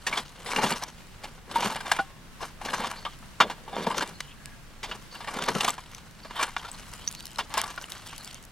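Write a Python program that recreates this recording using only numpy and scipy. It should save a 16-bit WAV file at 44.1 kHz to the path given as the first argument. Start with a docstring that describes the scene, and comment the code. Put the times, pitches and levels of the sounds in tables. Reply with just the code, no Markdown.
"""A steel garden rake is dropped into loose soil and pulled back through clods and small stones, stroke after stroke.
From the first pull tines scrape and catch on stones, ringing the head in short tones; soil thuds and grit hisses.
At 2 s the back bar sings on thinly; from 3 s a far bird, an arched tone hoarse with noise, repeats its call.
Airy whistles pass after 4 s, and from about 6 s pebbles, cracks with very short rings, tick thickly as they fall.
A close pair of microphone ports hears it a little from the left, over a faint outdoor rumble and hiss."""
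import sys
import numpy as np
from scipy import signal
from scipy.fft import rfft, irfft
from scipy.io import wavfile
from scipy.ndimage import uniform_filter1d

SR = 44100
rng = np.random.default_rng(int(sys.argv[2]) if len(sys.argv) > 2 else 0)


def transcribe(signal):
    """Save signal, clipped to [-1, 1], as a 16-bit WAV file at the path in sys.argv[1]."""
    frames = np.atleast_2d(signal).T
    limited = np.clip(frames, -1, 1)
    pcm = np.round(limited * 32767).astype(np.int16)
    wavfile.write(sys.argv[1], SR, pcm)


N = 375291

# modes of head and tines, damped by soil: (frequency [Hz], relative level [dB], 60 dB decay time [s])
RAKE_MODES = [(474, -39, 0.22), (730, -33, 0.24), (763, -45, 0.3), (935, -37, 0.27), (1010, 6, 0.034),
              (1158, 7, 0.028), (1387, -11, 0.047), (1502, -8, 0.078), (1670, 1, 0.032),
              (1840, -12.5, 0.025), (2117, -0.5, 0.017), (2343, 1, 0.046), (2520, -38, 0.033),
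              (2814, 3, 0.029), (3110, 0, 0.021), (3392, -5, 0.098), (3580, 0, .04), (4220, -3, 0.064),
              (4890, -5.5, 0.057), (6100, -39, 0.06), (7580, -43, .05), (7300, -51, 0.066)]
# loose soil trickling off the heap: (time [s], hiss level [dB], pebble rate [1/s])
SOIL_TRICKLE = [(0, -54, .5), (1.0, -55, 1.5), (1.45, -70, .5), (2.1, -71, .3), (2.55, -72, .3),
                (3.1, -53, .5), (3.6, -63.5, .5), (4.2, -54, 2.5), (4.65, -68, 0.56), (5.0, -58.5, .5),
                (5.85, -52, 5), (6.15, -57.5, 4.5), (6.75, -47, 13), (7.3, -54, 44), (7.47, -57.5, 9.7),
                (7.95, -45.5, 25), (8.3, -52.5, 36), (8.51, -67, 7.3)]


def undb(db):
    """Amplitude factor of a level in dB."""
    return 10 ** (np.asarray(db) / 20)


def level(x, db):
    """Bring x to an RMS level in dB."""
    return x * undb(db) / np.sqrt(np.mean(x ** 2))


def over_hz(table):
    """A (Hz, value) table read at every bin of the whole-length spectrum."""
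    hz, value = np.transpose(table)
    bins_hz = np.fft.rfftfreq(N, 1 / SR)
    return np.interp(np.log(bins_hz + 1), np.log(hz), value)


def colour(x, table):
    """Shape the spectrum of x by a (Hz, dB) table."""
    return irfft(rfft(x) * undb(over_hz(table)), N)


def band(x, hz, width_hz):
    """Two-pole resonance, gain 1 at the centre."""
    return signal.lfilter(*signal.iirpeak(hz, hz / width_hz, fs=SR), x)


def ring(x, hz, t60):
    """One decaying mode, with the same energy whatever its decay."""
    r = np.exp(-np.log(1000) / (t60 * SR))
    pole = r * np.exp(2j * np.pi * hz / SR)
    return np.sqrt(1 - r) * signal.lfilter([1], [1, -pole], x).imag


def walk(rate):
    """Random levels held 1 / rate s and slewed; spread near 1."""
    k = int(SR / rate)
    steps = np.repeat(rng.standard_normal(N // k + 1), k)
    return uniform_filter1d(steps, k // 2)[:N]


def grains(rate, spread_db):
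    """Scattered clicks of either sign at rate per second, most of them small, a few large."""
    when, size, sign = rng.random((3, N))
    height = undb(-spread_db * np.log(size + 0.0059))
    return (when < rate / SR) * np.sign(sign - .5) * height


def add(out, s, x):
    """Mix x into out from time s [s], cut at the end."""
    i = int(s * SR)
    out[..., i:i + x.shape[-1]] += x[..., :N - i]


def drag():
    """Soil and stones rub past the tines in jerks: they ring the head, hiss as grit and thud through the handle."""
    # spectrum of the grit: (frequency [Hz], relative density [dB per Hz])
    grit_colour = [(880, 6.5), (1500, 0), (2590, -4), (2800, -0.5), (3770, -3.5), (7540, -8.5),
                   (11000, -11.5), (16000, -29)]
    spurt_db, grain_spread_db, tine_change_db = 4.5, 2.0, 3.0
    scrape_gain, grit_gain, thud_gain = strokes()
    jerk = undb(1.8 * walk(50) + 2.6 * walk(160))
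    rub = level(grains(4000, 3.5) * jerk, 0) * scrape_gain

    # the touching tine keeps changing, so every mode comes and goes alone
    head = np.zeros(N)
    for hz, db, t60 in RAKE_MODES:
        touch = undb(tine_change_db * walk(25))
        head += undb(db) * ring(rub * touch, hz, t60)

    # grains of each size slide in their own spurts, with crumbs rattling among them
    dust = colour(grains(2000, grain_spread_db), grit_colour) * jerk
    grit = np.zeros(N)
    for hz in 1500 * 2 ** np.arange(0, 3.6, .5):
        grit += band(dust * undb(spurt_db * walk(90)), hz, hz / 3)
        grit += undb(-9.0) * band(dust * crumbs(), hz, hz / 8)

    low_thud = band(band(rng.standard_normal(N), 221, 110), 178, 153)
    upper_thud = band(band(rng.standard_normal(N), 480, 330), 460, 350)
    thud = (low_thud + undb(-2.5) * upper_thud) * jerk
    soil = band(band(rub, 990, 1170), 990, 1170)
    scrape = undb(-12.5) * head + undb(7.5) * soil
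    return scrape + grit_gain * level(grit, 0.26) + thud_gain * level(thud, -12.0)


def crumbs(rate=14):
    """Crumbs and chips break loose at random moments; each rattles for a few milliseconds."""
    breaks = 3 * np.abs(grains(rate, 3.0))
    return signal.lfilter([1], [1, -np.exp(-1 / (.004 * SR))], breaks)


def strokes():
    """Levels of scrape, grit and thud: each stroke rises, holds and falls, over what still trickles at rest."""
    # the head moving through soil, long pulls and short drops: (start [s], rise [s], hold [s], fall [s],
    # scrape drive [dB], grit drive [dB], thud drive [dB])
    pulls = [(0.051, 0.031, 0.089, 0.094, -37.5, -39.5, -37.5),
             (0.356, 0.23, 0.11, 0.21, -31, -33.5, -24.5), (1.194, 0.043, 0.019, 0.14, -49.5, -49, -38.5),
             (1.457, 0.081, 0.12, 0.33, -35.5, -37, -27), (1.813, .05, 0.061, 0.19, -37.5, -41, -67),
             (2.379, 0.051, 0.024, 0.07, -41, -42, -35.5), (2.575, 0.079, 0.2, 0.2, -34.5, -39, -29.5),
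             (3.386, 0.049, 0.014, 0.16, -37.5, -59, -21.5), (3.607, 0.18, 0.25, 0.11, -35.5, -44, -26.5),
             (4.793, 0.065, .1, 0.074, -52, -53.5, -41.5), (5.102, 0.27, 0.31, 0.13, -37.5, -39, -31.5),
             (6.294, 0.12, 0.023, .11, -28.5, -34.5, -41), (6.575, 0.062, 0.052, .08, -43.5, -56, -70),
             (7.353, 0.034, 0.034, 0.065, -51, -57, -42), (7.466, 0.057, 0.17, 0.18, -41, -50.5, -45)]
    ramp_db = 29  # climbed during the rise, lost during the fall
    grit_grows_db, thud_fades_db = 6, 4  # across the hold: the head speeds up and rides out of the soil
    surge_db, surges_per_s = 3, 40  # the pull is uneven
    rest_scrape_db, rest_thud_db = -64, -54.5  # between strokes
    t = np.arange(N) / SR
    trickle_s, hiss_db, _ = np.transpose(SOIL_TRICKLE)
    rest_hiss = undb(np.interp(t, trickle_s, hiss_db))
    out = np.array([np.full(N, undb(rest_scrape_db)), rest_hiss, np.full(N, undb(rest_thud_db))])
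    surge = undb([surge_db * walk(surges_per_s) for _ in range(3)])
    for s, rise, hold, fall, scrape_db, grit_db, thud_db in pulls:
        corners = np.cumsum([s, rise, hold, fall])
        i, j = int(s * SR), int(corners[-1] * SR)
        shape_db = np.interp(t[i:j], corners, [-ramp_db, 0, 0, -ramp_db])
        progress = np.interp(t[i:j], corners[1:3], [-.5, .5])
        drive_db = np.array([
            np.full(j - i, scrape_db),
            grit_db + grit_grows_db * progress,
            thud_db - thud_fades_db * progress,
        ][:3]) if len(progress) == j - i else 0
        out[:, i:j] += surge[:, i:j] * undb(shape_db + drive_db)
    return out


def knocks():
    """Each catch is a short rough contact: the struck tine rings clearly, the whole head faintly, the soil crunches."""
    # the clearest catches of a tine on a stone: (time [s], level [dB], struck tine [Hz],
    # its ring re level [dB], treble re level [dB], contact length [s])
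    catches = [(0.065, -20, 1860, -1.5, 2, 0.021), (0.125, -20, 2270, -2, -13, 0.021),
               (0.171, -17, 3310, -4.5, -6.5, 0.029), (0.459, -27.5, 2060, -8, -2, 0.043),
               (0.514, -24, 2270, 3, -4, .014), (0.56, -17, 2810, 2, -5, 0.0072),
               (0.583, -10.5, 863, -6.5, -24, 0.013), (0.63, -10, 913, -10.5, -14, 0.013),
               (0.639, -12, 3380, -9, -14, 0.0079), (0.66, -16.5, 874, -10, -14, .014),
               (0.717, -15, 933, -9.5, -8, 0.012), (0.757, -25.5, 970, -9, -4, .015),
               (0.821, -22.5, 975, -9, -4, 0.021), (1.235, -25, 880, -7.5, -7, 0.02),
               (1.511, -26.5, 1000, -10, -2.5, 0.0097), (1.556, -14.5, 932, 1.5, -28, 0.0099),
               (1.622, -14, 950, -5, -14, 0.03), (1.719, -28.5, 888, 1.5, -24, 0.016),
               (1.755, -21, 900, -6.5, -23, 0.02), (1.803, -25, 1610, -9, -3, 0.015),
               (1.852, -34, 850, -2.5, -23, 0.0073), (1.877, -27.5, 768, -3.5, -4, 0.009),
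               (1.914, -5, 1690, -10.5, -11, 0.01), (1.987, -20, 1476, 1.5, -37, 0.018),
               (1.99, -24.5, 780, 4.5, -37, 0.018), (2.404, -29.5, 1056, -7, -20, .021),
               (2.427, -21, 934, -7.5, -23, 0.02), (2.613, -25.5, 894, -6.5, -11, 0.016),
               (2.649, -24, 824, -6.5, -1.5, 0.018), (2.684, -20, 1670, -8, -24, .014),
               (2.734, -14.5, 1660, -12.5, -10, 0.021), (2.779, -32, 1060, 3, -21, .012),
               (2.843, -22, 1170, -1, -23, 0.008), (2.909, -32, 975, -8, -10, .008),
               (2.937, -34, 1000, -8, -15, .008), (3.049, -19.5, 2980, -8, -26, 0.022),
               (3.061, -32, 1193, 5.5, -30, 0.025), (3.223, -37.5, 1300, -10, -30, 0.03),
               (3.401, -0.5, 1384, -11.5, -26, 0.022), (3.497, -20.5, 980, -7, -9.5, 0.029),
               (3.676, -41.5, 922, 11.5, -25, 0.018), (3.727, -29.5, 803, 0, -22, 0.0092),
               (3.765, -20, 948, 2, -34, 0.0024), (3.866, -14.5, 926, -4, -28, .0073),
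               (3.903, -22, 1035, 2, -25.5, 0.0088), (3.942, -18.5, 917, -9, -21, 0.011),
               (3.979, -16.5, 1380, -13, -6, 0.0088), (4.006, -19.5, 1610, -3.5, -5, 0.0094),
               (4.021, -14, 917, -9.5, -8.5, 0.011), (4.203, -23, 2000, -13, 4, 0.0057),
               (4.829, -23, 2210, -9.5, -4, 0.029), (4.911, -24, 2874, -4.5, -22, 0.024),
               (5.151, -29, 2800, -11, -18, 0.018), (5.203, -25.5, 964, -15, -13, 0.021),
               (5.243, -32, 1790, -3, -2, .009), (5.272, -18.5, 944, -14, -19, 0.026),
               (5.34, -30, 2090, -5, -1, .009), (5.386, -22.5, 1430, -6, -9, 0.0069),
               (5.484, -9.5, 880, -18, -9, 0.0089), (5.555, -26.5, 1300, 0.5, -23, 0.012),
               (5.605, -15, 2745, -4.5, 0.5, .011), (5.644, -13, 818, -8.5, 0.5, 0.009),
               (5.679, -14.5, 1200, -3.5, -14, 0.022), (5.778, -26, 1090, -8, -20, 0.012),
               (6.246, -28, 650, -9, -16, 0.019), (6.307, -26, 1000, -16, -28, 0.0083),
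               (6.393, -16.5, 1150, -13, -18, 0.042), (6.426, -14, 1453, -10, -1, 0.014),
               (6.564, -10, 1440, -16, -38, 0.005), (6.593, -34.5, 3230, -0.5, -8, .011),
               (6.646, -31.5, 1415, 0, -13, 0.018), (7.385, -12, 2910, -15, -12, 0.024),
               (7.538, -22.5, 894, -6, -9.5, 0.038), (7.571, -12, 1070, -8, -8, 0.032),
               (7.636, -22, 1160, -7, -12, .0066), (7.776, -22.5, 1450, -3.5, -25, 0.011),
               (8.127, -28, 1450, -17, -10, 0.0091)]
    tine_t60 = 0.065  # s at 1 kHz for a ring at 0 dB; higher tines die sooner
    free_tine = .4  # a louder tine is freer of soil and rings longer: dB of decay time per dB
    strike_s = 0.012  # the tine takes its blow early in the contact
    out, t = np.zeros(N), np.arange(SR // 5) / SR
    for s, db, tine_hz, tine_db, treble_db, length in catches:
        noise = rng.standard_normal((2, len(t)))
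        onset = 1 - np.exp(-(t / 0.0015) ** 2)
        fade = np.exp(-(t / max(length, .001)) ** 2.25) + undb(-28.0) * np.exp(-t / 0.051)
        push, treble_push = onset * fade * noise

        crunch = band(band(push, 1060, 1400), 1060, 1400)
        head = sum(undb(mode_db) * ring(push, hz, t60) for hz, mode_db, t60 in RAKE_MODES)
        treble = band(band(treble_push, 3100, 5320), 3400, 6000)
        t60 = tine_t60 * (1000 / tine_hz) ** 0.63 * undb(free_tine * tine_db)
        tine = ring(push * np.exp(-t / strike_s), tine_hz, t60)

        parts = [(crunch + undb(-20.0) * head, -4.0), (treble, treble_db), (tine, tine_db)]
        add(out, s, sum(undb(db + part_db) * part / np.abs(part).max() for part, part_db in parts))
    return out


def clods():
    """A dull puff of low noise for each clod."""
    # clods giving way under the head: (time [s], peak level [dB], nominal length [s])
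    breaks = [(0.195, -34, .03), (0.47, -33, .04), (0.64, -14, .03), (0.72, -22, 0.022), (1.57, -37, .03),
              (1.66, -22.5, .04), (2.79, -31, .03), (3.786, -32, .04), (3.876, -16.5, 0.024),
              (4.115, -38, .03), (5.43, -34, .03), (5.495, -20, 0.032), (5.561, -17, 0.031)]
    out, t = np.zeros(N), np.arange(SR // 8) / SR
    for s, db, length in breaks:
        puff = rng.standard_normal(len(t)) * (t / length) * np.exp(-3 * t / length)
        puff = band(band(puff, 188, 140), 188, 140) + undb(-4.5) * band(puff, 404, 170)
        add(out, s - length / 2, undb(db) * puff / np.abs(puff).max())
    return out


def ticks():
    """A pebble's click: a millisecond of broad crack and a very short ring; small ones fall at random with the trickle."""
    # the clearest pebbles falling on pebbles: (time [s], peak level [dB], pitch [Hz], relative ring [dB])
    clear_pebbles = [(0.0944, -28, 3870, 8), (0.7248, -17, 4610, 10), (0.837, -14.5, 5900, -2),
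                     (1.919, -10, 5930, -2), (2.9141, -19.5, 3620, -19), (3.981, -20, 5140, -16),
                     (4.076, -27, 4710, -21), (4.4578, -21.5, 3570, -20), (5.694, -13, 7650, -4),
                     (5.7046, -16, 7830, 11), (5.9481, -24, 6090, -4), (6.7152, -26, 8050, 15),
                     (6.9368, -24, 9500, 2), (7.0764, -15, 5900, 15), (7.087, -26, 6530, 11),
                     (7.113, -23, 10400, -14), (7.126, -26, 7400, -9), (7.15, -24, 4840, -15),
                     (7.206, -26, 3940, -6), (7.2553, -21.5, 8050, -23), (7.268, -22.5, 4320, -16),
                     (7.359, -23.5, 4150, -1), (7.385, -17.5, 5320, 19), (7.5404, -12.5, 5310, 1),
                     (7.579, -8.5, 5600, -14), (7.6156, -10, 4230, -26), (7.6415, -21, 4500, -1),
                     (7.902, -28, 6300, -6), (7.9203, -20.5, 3900, -9), (8.1804, -23, 4570, -2),
                     (8.2467, -21.5, 8400, -8), (8.276, -25.5, 3520, -14), (8.311, -29, 4720, -14),
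                     (8.345, -24.5, 7100, -16), (8.4274, -34, 4940, -19)]
    # the small pebbles of the trickle
    stray_db, stray_spread_db, stray_ring_db = -36.5, 3.5, -4.5
    stray_low_hz, stray_octaves = 4570, 1.2
    out, t = np.zeros(N), np.arange(SR // 25) / SR
    trickle_s, _, rate = np.transpose(SOIL_TRICKLE)
    slots = np.arange(0, N / SR, .01)  # at most one stray in each 10 ms
    luck, late, size, pitch = rng.random((len(slots), 4)).T
    falls = luck < np.interp(slots, trickle_s, rate) / 100
    stray_s = (slots + late / 100)[falls]
    peak_db = (stray_db - stray_spread_db * np.log(size + 0.13))[falls]
    stray_hz = (stray_low_hz * 2 ** (stray_octaves * pitch))[falls]
    strays = [(s, db, hz, stray_ring_db) for s, db, hz in zip(stray_s, peak_db, stray_hz)]
    for s, db, hz, ring_db in [*clear_pebbles, *strays]:
        crack = rng.standard_normal(len(t)) * np.exp(-t / .0007)
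        snap = band(band(crack, hz, 1.3 * hz), 5300, 12000)
        click = snap + undb(ring_db) * ring(crack, hz, 0.018)
        add(out, s, undb(db) * click / np.abs(click).max())
    return out


def bar():
    """The free back bar sings on, long and thin, once the head leaves the soil."""
    # modes of the bar: (frequency [Hz], relative level [dB], 60 dB decay time [s])
    bar_modes = [(1077, 0, 1.1), (1663, -8, .7), (2821, -12, 1.0)]
    # blows that leave the bar free to sing: (time [s], level [dB])
    lifts = [(1.995, -52)]
    blow = np.zeros(N)
    for s, db in lifts:
        blow[int(s * SR)] = undb(db)
    out = np.zeros(N)
    for hz, db, t60 in bar_modes:
        unit_peak = ring(signal.unit_impulse(99), hz, t60).max()
        out += undb(db) * ring(blow, hz, t60) / unit_peak
    return out


def whistles():
    """Bird notes and airy whistles: arched tones, the wide ones hoarse with noise."""
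    # faint airy whistles: (time [s], length [s], pitch [Hz], width [Hz], level [dB])
    airy = [(4.337, 0.26, 1680, 120, -57), (4.28, .06, 2700, 150, -56), (6.935, .12, 3100, 370, -52),
            (7.002, .07, 4160, 300, -60), (8.051, 0.15, 2980, 450, -49)]
    # a far bird's repeated call: (time [s], level [dB])
    calls = [(2.956, -54.5), (4.13, -60), (5.105, -60.5), (6.223, -58.5), (7.159, -59), (8.189, -58)]
    # the notes of one call: (delay [s], length [s], mean pitch [Hz], width [Hz], mean level re call [dB])
    notes = [(0, 0.06, 4570, 140, 4), (0, 0.049, 4230, 150, 4), (0.054, .04, 4550, 150, 5),
             (0.075, .14, 3090, 400, 4.5)]
    bird = []
    for s, db in calls:
        for delay, length, hz, width_hz, note_db in notes:
            note_hz = hz * (1 + 0.0151 * rng.standard_normal())
            sung_db = db + note_db + 2.9 * rng.standard_normal()
            bird.append((s + delay, length, note_hz, width_hz, sung_db))
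    out = np.zeros(N)
    for s, length, hz, width_hz, db in [*bird, *airy]:
        u = np.linspace(-1, 1, int(length * SR))
        smooth = np.exp(-np.pi * width_hz / SR)
        hoarse = signal.lfilter([1], [1, -smooth], rng.standard_normal(SR // 2))[-len(u):]
        glide_hz = hz * (1 - 0.0198 * u ** 2 - 0.0153 * u)
        tone = np.sin(2 * np.pi * np.cumsum(glide_hz) / SR)
        voiced = np.clip(1 - width_hz / 200, 0, 1)
        voice = tone * (voiced + (1 - voiced) * level(hoarse, 0))
        add(out, s, level(voice, db) * signal.windows.tukey(len(u), .5))
    return out


def yard():
    """Distant rumble and hiss that swell slowly."""
    # spectrum of the open air: (frequency [Hz], relative density [dB per Hz])
    air_colour = [(12, -34), (20, 7), (40, 0.5), (86, -5), (154, -0.5), (434, -18), (1220, -18),
                  (1440, -17), (2080, -19), (2910, -21), (9950, -30), (14700, -35.5), (16000, -34)]
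    # likeness of the air at the two ports: (frequency [Hz], common share [0-1])
    air_alike = [(30, 1), (130, 0.28), (640, 0.62), (3100, 0.26), (15000, 0.037)]
    air = level(colour(rng.standard_normal(N), air_colour), -47.5)
    swell = undb(0.7 * walk(3))
    return irfft(ports(air * swell, air_alike, 0.33), N)


def ports(mid, alike, blur_s):
    """Both ports share part of the sound; the rest reaches each by short scattered paths that keep shifting."""
    share = np.clip(over_hz(alike), 0, 1)
    out = np.sqrt(share) * rfft(mid)
    fade = np.exp(-np.arange(N) / (blur_s * SR))
    for _ in range(3):
        paths = rng.standard_normal((2, N)) * fade
        paths = rfft(paths / np.sqrt(3 * np.sum(paths ** 2, axis=1, keepdims=True)))
        out = out + np.sqrt(1 - share) * paths * rfft(mid * walk(20))
    return out


def scene():
    """The rake and the whistles reach the left port a little earlier and louder; the yard lies around them."""
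    # likeness of the rake at the two ports: (frequency [Hz], common share [0-1])
    rake_alike = [(300, 0.96), (1400, 1), (3100, 0.89), (7000, 0.76), (15000, 1)]
    # lean to the left: (frequency [Hz], left minus right [dB])
    left_db = [(300, 2), (1000, .5), (4000, 0.5), (12000, 2.5)]
    left_lead_s = 2.3e-5
    side = np.array([[.5], [-.5]])
    lead = np.exp(2j * np.pi * np.fft.rfftfreq(N, 1 / SR) * left_lead_s * side)
    rake = drag() + knocks() + clods() + bar() + ticks() + whistles()
    # so small a source radiates no deep bass
    rake = signal.sosfilt(signal.butter(4, 150, "high", fs=SR, output="sos"), rake)
    heard = ports(rake, rake_alike, 0.0009) * undb(over_hz(left_db) * side) * lead
    return irfft(heard, N) + yard()


def record(dry):
    """The recorder rounds the loudest peaks and cuts the top steeply."""
    ceiling, top_hz = .8, 15800  # ceiling in full scale
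    rounded = ceiling * np.tanh(dry / ceiling)
    return signal.sosfilt(signal.ellip(10, .2, 70, top_hz, fs=SR, output="sos"), rounded)


dry = scene()
out = record(dry)
transcribe(out)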